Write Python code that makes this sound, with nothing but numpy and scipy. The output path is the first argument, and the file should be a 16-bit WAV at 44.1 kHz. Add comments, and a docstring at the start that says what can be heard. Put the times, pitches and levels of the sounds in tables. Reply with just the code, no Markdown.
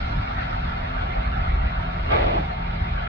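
"""Carpet-cleaning wand gulping air.

A wand is worked over a carpet in a living room. Shaped noise and drop impacts make the rush of air
and water into its slot, over a hum of sine tones and a lumpy rumble of low noise. Once the wand tilts
and its seal breaks: a short spluttering noise roar rings in the tube's resonances, and slugs of water
gurgle as rough gliding tones until the slot settles again.
"""
import sys
import numpy as np
from scipy import signal
from scipy.fft import rfft, irfft, next_fast_len
from scipy.io import wavfile
from scipy.ndimage import uniform_filter1d, map_coordinates

SR = 44100
rng = np.random.default_rng(int(sys.argv[2]) if len(sys.argv) > 2 else 0)


def to_wav(s):
    """Save 16-bit WAV."""
    ch = np.atleast_2d(s).T  # columns
    pcm = np.round(np.clip(ch, -1, 1) * 32767)  # PCM
    wavfile.write(sys.argv[1], SR, pcm.astype(np.int16))


N = 135828


def amp(db):
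    """Decibels to gain."""
    return 10 ** (np.asarray(db) / 20)


def unit(x):
    """Each channel at rms 1."""
    return x / np.sqrt(np.mean(x ** 2, axis=-1, keepdims=True) + 1e-20)


def curve(rows):
    """(seconds, value) points as one value per sample."""
    return np.interp(np.arange(N) / SR, *np.transpose(rows))


def wobble(knots_per_s):
    """A smooth random curve around zero."""
    knots = rng.standard_normal(int(N * knots_per_s / SR) + 4)
    return map_coordinates(knots, [np.arange(N) * knots_per_s / SR])


def filtered(x, response):
    """x times a response of frequency."""
    size = next_fast_len(N + SR // 2)
    spectrum = rfft(x, size) * response(np.fft.rfftfreq(size, 1 / SR))
    return irfft(spectrum, size)[..., :N]


def coloured(x, points):
    """x shaped by (Hz, dB) points on a log frequency axis, at rms 1."""
    point_hz, db = np.transpose(points)
    return unit(filtered(x, lambda hz: amp(np.interp(np.log(hz + 1), np.log(point_hz + 1), db))))


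def above(x, edge_hz, order):
    """High-pass."""
    return filtered(x, lambda hz: 1 - 1 / (1 + (hz / edge_hz) ** order))


def turbulence(patchy_db):
    """Two unrelated noises under the same time-frequency patches of random gain."""
    spectra = signal.stft(rng.standard_normal((2, N)), nperseg=1024)[2]
    field = rng.standard_normal(spectra.shape[1:])
    field = uniform_filter1d(field, size=4, axis=0)
    field = uniform_filter1d(field, size=3, axis=1)
    noise = signal.istft(spectra * amp(patchy_db * field / field.std()), nperseg=1024)[1]
    return unit(noise[:, :N])


def wet_flow(drops_per_s, spread_db, drop_share, patchy_db):
    """Turbulent air mixed, by share of power, with impacts of water drops of random size."""
    hits = rng.random(N) < drops_per_s / SR
    sizes = amp(spread_db * rng.standard_normal(N))
    drops = unit(hits * sizes * rng.choice([-1, 1], (2, N)))
    return np.sqrt(1 - drop_share) * turbulence(patchy_db) + np.sqrt(drop_share) * drops


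# Hum of the machine. Each row: multiple of the shaft rate, mid level in dB, side relative to mid in dB.
HUM_LINES = [(1, -34, -56.5), (3, -42.5, -62), (4, -41.5, -60), (5, -47.5, -45.5), (6, -56, -55.5),
             (10, -56.5, -6.5), (15, -56, 2.5)]
# Build-up of the hum. Each row: time in seconds, gain in dB.
HUM_GAIN = [(.5, -3.5), (.85, 0), (2.6, 1.5)]
# Fading of the beating tone. Each row: time in seconds, level in dB.
BEAT_FADE = [(1.0, -46.5), (2.6, -55)]
SHAFT_HZ, SHAFT_DRIFT_RATIO, HUM_WAVER_DB = 42.74, 0.0049, 2.5
BEAT_HZ = 253.5  # beats against the hum


def machine():
    """Slightly unsteady multiples of the shaft rate that build up, and one unrelated tone that fades."""
    shaft_hz = SHAFT_HZ * (1 + SHAFT_DRIFT_RATIO * wobble(3))
    turn = 2 * np.pi * np.cumsum(shaft_hz) / SR
    out = np.zeros((2, N))
    for multiple, mid_db, side_re_mid_db in HUM_LINES:
        line = np.sqrt(2) * np.sin(multiple * turn + rng.uniform(0, 2 * np.pi, (2, 1)))
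        gain = amp(curve(HUM_GAIN) + HUM_WAVER_DB * wobble(5.91))
        out += amp([[mid_db], [mid_db + side_re_mid_db]]) * gain * line
    beat = np.sqrt(2) * np.sin(2 * np.pi * BEAT_HZ * np.arange(N) / SR)
    out[0] += amp(curve(BEAT_FADE)) * beat
    return out


# Course of the rumble. Each row: time in seconds, level in dB.
RUMBLE_COURSE = [(0, -28), (.18, -25), (.27, -32), (.55, -29.5), (.78, -28.5), (1.33, -29.5), (1.54, -25.5),
                 (1.74, -30.5), (1.92, -33.5), (2.04, -26), (2.26, -27), (2.5, -31.5), (3.08, -31)]
# Spectrum of the rumble. Each row: frequency in Hz, relative density in dB per Hz.
RUMBLE_SPECTRUM = [(10, -32.5), (25, -8), (40, 0), (62, 0), (85, -6), (115, -9), (150, -17.5), (220, -27),
                   (320, -25), (600, -81)]
THROB_DB, THROB_KNOTS_PER_S = 2, 18


def rumble():
    """Low noise, levelled by its running power, then throbbing in uneven surges; mid only."""
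    low = coloured(rng.standard_normal(N), RUMBLE_SPECTRUM)
    power = np.abs(uniform_filter1d(low ** 2, size=5000))
    steady = low / np.sqrt(power + 1e-6)
    level = amp(curve(RUMBLE_COURSE) + THROB_DB * wobble(THROB_KNOTS_PER_S))
    return np.array([level * steady, np.zeros(N)])


# Spectra of the rush, mid and side. Each row: frequency in Hz, relative density in dB per Hz.
AIR_MID_SPECTRUM = [(40, -8.5), (110, 9), (190, 2.5), (290, -1.5), (400, -1.5), (480, -7.5), (530, -9.5),
                    (590, 0.4), (690, 1.5), (760, 6.5), (850, -2.5), (960, 2), (1040, -7.5), (1130, 0),
                    (1350, 4.5), (1800, -2.5), (2080, 1.16), (2350, -3), (2650, -10.5), (3050, -15),
                    (3750, -13), (4300, -18), (5200, -29.5), (6400, -42.5), (7800, -50.5), (8800, -68.5),
                    (13000, -63.5)]
AIR_SIDE_SPECTRUM = [(250, -1.5), (450, 4), (510, 7), (570, 12.5), (610, 4), (690, 11), (755, 12),
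                     (860, 8.5), (950, 12.5), (1020, 2.5), (1120, 8.5), (1350, 6), (1780, -3.5),
                     (2250, -1.5), (3000, -6.5), (3650, -9.5), (4150, -16.5), (4800, -19.5), (5700, -30),
                     (6500, -43.5), (8500, -52.5), (13000, -69)]
# Hiss at the slot. Each row: time in seconds, treble gain in dB.
HISS_GAIN = [(0, 5.5), (.1, 4), (.25, 3), (1.2, -0.2), (1.9, -0.5), (2.4, 2), (2.56, -1.5), (2.9, 1),
             (3.08, -1)]
# Throaty band of the rush. Each row: time in seconds, band gain in dB.
THROAT_GAIN = [(0, 1), (1.7, 0), (2.3, -0.5), (2.6, -3.5), (3.08, 1)]
AIR_MID_DB, AIR_SIDE_DB, AIR_PATCHY_DB, AIR_WAVER_DB = -35, -30.5, 3, 0.6
DROPS_PER_S, DROP_SPREAD_DB, DROP_SHARE = 900, 3.5, 0.16
HISS_FROM_HZ = 3400
THROAT_HZ, THROAT_WIDTH_HZ, THROAT_WAVER_DB = 1430, 330, 1.1


def suction():
    """Wet air rushes through the slot; its throaty band and its hiss change as the wand travels."""
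    mid, side = wet_flow(DROPS_PER_S, DROP_SPREAD_DB, DROP_SHARE, AIR_PATCHY_DB)
    mid = amp(AIR_MID_DB) * coloured(mid, AIR_MID_SPECTRUM)
    side = amp(AIR_SIDE_DB) * coloured(side, AIR_SIDE_SPECTRUM)
    air = np.array([mid, side])
    hiss = above(air, HISS_FROM_HZ, order=6)
    hiss_gain = amp(curve(HISS_GAIN))
    throat = filtered(air, lambda hz: np.exp(-((hz - THROAT_HZ) / THROAT_WIDTH_HZ) ** 2))
    throat_gain = amp(curve(THROAT_GAIN) + THROAT_WAVER_DB * wobble(40))
    rush = air + (hiss_gain - 1) * hiss + (throat_gain - 1) * throat
    return rush * amp(AIR_WAVER_DB * wobble(17))


ROOM_T60_S, ROOM_DB = 0.14, -6.5


def room(x):
    """The short tail of a carpeted room, as decaying noise, colours x with fine peaks and dips."""
    t = np.arange(SR // 2) / SR
    tail = rng.standard_normal((2, len(t))) * np.exp(-np.log(1000) * t / ROOM_T60_S)
    tail /= np.linalg.norm(tail, axis=1, keepdims=True)
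    wet = signal.fftconvolve(x, tail, axes=1)[:, :N]
    return (x + amp(ROOM_DB) * wet) / np.sqrt(1 + amp(ROOM_DB) ** 2)


# Soft low bumps in the rumble. Each row: centre in seconds, peak in dB.
BUMP_PEAKS = [(0.044, -16.5), (0.114, -18.5), (0.183, -19.5), (.558, -20), (0.685, -19.5), (1.189, -20),
              (1.279, -17), (1.422, -14), (1.497, -13), (1.543, -12), (1.616, -15.5), (1.671, -15),
              (1.785, -17), (2.26, -17.5), (2.823, -17.5), (2.923, -17)]
BUMP_HZ, BUMP_WIDTH_S, BUMP_PITCH_SPREAD = 58, 0.012, 0.17  # spread in log frequency


def bumps():
    """Dull bumps: Gaussian bursts of a cycle or two at scattered low pitches; mid only."""
    t = np.arange(N) / SR
    out = np.zeros(N)
    for centre_s, peak_db in BUMP_PEAKS:
        pitch, phase = rng.standard_normal(2)
        hz = BUMP_HZ * np.exp(BUMP_PITCH_SPREAD * pitch)
        swell = np.exp(-((t - centre_s) / BUMP_WIDTH_S) ** 2)
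        out += amp(peak_db) * swell * np.cos(2 * np.pi * (hz * (t - centre_s) + phase))
    return np.array([out, np.zeros(N)])


# Air flow of the gulp. Each row: time in seconds, flow level in dB.
GULP_COURSE = [(2.0, -50.5), (2.08, -18), (2.118, -5.5), (2.175, -5), (2.205, -3.5), (2.24, -6),
               (2.335, -5.5), (2.38, -6.5), (2.41, -13.5), (2.56, -48.5)]
# Spectra of the roar, mid and side. Each row: frequency in Hz, relative density in dB per Hz.
GULP_MID_SPECTRUM = [(80, -32), (180, -13.5), (300, -3), (400, 0), (520, -6.5), (620, 2.5), (850, -5),
                     (1000, -18), (1200, -13), (1700, -17), (2150, -11), (2450, -16.5), (2900, -21.5),
                     (3800, -23), (5000, -37.5), (6500, -54.5), (9000, -110)]
GULP_SIDE_SPECTRUM = [(300, -11.5), (460, -1), (650, 0.5), (900, -4), (1200, -6.5), (1450, -17.5),
                      (1800, -22), (2100, -17.5), (2750, -17.5), (3400, -23), (4300, -31.5), (5500, -45.5),
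                      (6800, -64.5), (9000, -110)]
GULP_DB, GULP_SIDE_RE_MID_DB = -26, 7
SPLUTTER_PER_S, SPLUTTER_SPREAD_DB, SPLUTTER_SHARE = 260, 2.5, 0.27
INRUSH_S, CLOSE_S = 2.135, 2.39
GULP_TREBLE_HZ, GULP_BRIGHT_DB, GULP_DULL_DB = 2410, 5, -3  # treble gain at inrush and at close


def gulp():
    """The seal breaks: air and water splutter in, bright at first and duller as the slot settles."""
    mid, side = wet_flow(SPLUTTER_PER_S, SPLUTTER_SPREAD_DB, SPLUTTER_SHARE, patchy_db=0.5)
    mid = coloured(mid, GULP_MID_SPECTRUM)
    side = amp(GULP_SIDE_RE_MID_DB) * coloured(side, GULP_SIDE_SPECTRUM)
    roar = np.array([mid, side])
    treble = above(roar, GULP_TREBLE_HZ, order=6)
    treble_gain = amp(curve([(INRUSH_S, GULP_BRIGHT_DB), (CLOSE_S, GULP_DULL_DB)]))
    return amp(GULP_DB + curve(GULP_COURSE)) * (roar + (treble_gain - 1) * treble)


# Resonances of the open tube. Each row: centre in Hz, width in Hz, relative mid gain in dB,
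# relative side gain in dB.
TUBE_MODES = [(622, 78, -3, -2.5), (876, 12, 1, 3.5), (1178, 32, 0, 0.5), (1657, 59, -9, -21),
              (1982, 25, -5.5, -12), (2300, 230, -13, -19)]
TUBE_ATTACK_S, TUBE_T60_S, TUBE_DB, TUBE_SIDE_RE_MID_DB = 0.045, 0.36, -24, 5.5


def tube():
    """The first inrush, as noise, blows the resonances of the tube, then dies away."""
    def resonances(hz):
        total = 0
        for k, (centre_hz, width_hz, mid_db, side_db) in enumerate(TUBE_MODES):
            damping = 1j * hz * width_hz
            mode = damping / (centre_hz ** 2 - hz ** 2 + damping)
            total = total + (-1) ** k * amp([[mid_db], [side_db]]) * mode  # alternating polarity
        return total

    ring = filtered(rng.standard_normal((2, N)), resonances)
    ring = unit(ring - above(ring, edge_hz=3300, order=10))  # low-pass
    t = np.arange(N) / SR - INRUSH_S
    attack = np.clip(1 + t / TUBE_ATTACK_S, 0, 1)
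    decay = np.exp(-np.log(1000) * np.maximum(t, 0) / TUBE_T60_S)
    return amp([[TUBE_DB], [TUBE_DB + TUBE_SIDE_RE_MID_DB]]) * attack * decay * ring


# Slugs of water in the slot, deepest as it closes. Each row: centre in seconds, pitch in Hz,
# mid peak in dB, side peak in dB.
WATER_SLUGS = [(2.151, 458, -29, -19.5), (2.175, 513, -32.5, -19), (2.207, 559, -29.5, -22),
               (2.262, 770, -33, -26), (2.275, 289.4, -29.5, -42), (2.317, 587, -31.5, -26),
               (2.357, 307.8, -29, -40), (2.366, 632, -28.5, -25), (2.381, 838, -35.5, -25),
               (2.398, 165, -24.5, -38), (2.401, 291, -30.5, -41)]
SLUG_WIDTH_S, SLUG_RISE, SLUG_ROUGH = 0.013, 0.03, 0.07  # rise per width, roughness: log frequency


def gurgle():
    """Each slug of water rings an air pocket: a short rough tone that swells, bends upward and dies."""
    t = np.arange(N) / SR
    out = np.zeros((2, N))
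    for centre_s, hz, mid_db, side_db in WATER_SLUGS:
        age = np.clip((t - centre_s) / SLUG_WIDTH_S, -4, 4)  # in widths
        pitch_hz = hz * np.exp(SLUG_RISE * age + SLUG_ROUGH * wobble(300))
        turn = 2 * np.pi * (np.cumsum(pitch_hz) / SR + rng.random())
        tones = np.array([np.cos(turn), np.sin(turn)])
        out += amp([[mid_db], [side_db]]) * np.exp(-age ** 2) * tones
    return out


def scene():
    """All sources, from mid and side to left and right."""
    mid, side = machine() + rumble() + room(suction()) + bumps() + gulp() + tube() + gurgle()
    return np.array([mid + side, mid - side])


# Left-right lean of the treble. Each row: frequency in Hz, left minus right in dB.
TREBLE_LEAN = [(400, 0), (2000, -1), (2800, -1), (4200, 4), (6500, -0.5)]
SIDE_FROM_HZ, TOP_HZ = 373, 15300


def record(dry):
    """The microphone pair folds the bass to mono, tilts the treble between the sides and cuts the top."""
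    dry = dry * signal.windows.tukey(N, .003)  # brief fades at both ends
    mid = (dry[0] + dry[1]) / 2
    side = above((dry[0] - dry[1]) / 2, SIDE_FROM_HZ, order=12)

    def response(hz):
        lean_db = np.interp(hz, *np.transpose(TREBLE_LEAN))
        return amp(np.array([[.5], [-.5]]) * lean_db) * (hz < TOP_HZ)

    return filtered(np.array([mid + side, mid - side]), response)


dry = scene()
out = record(dry)
to_wav(out)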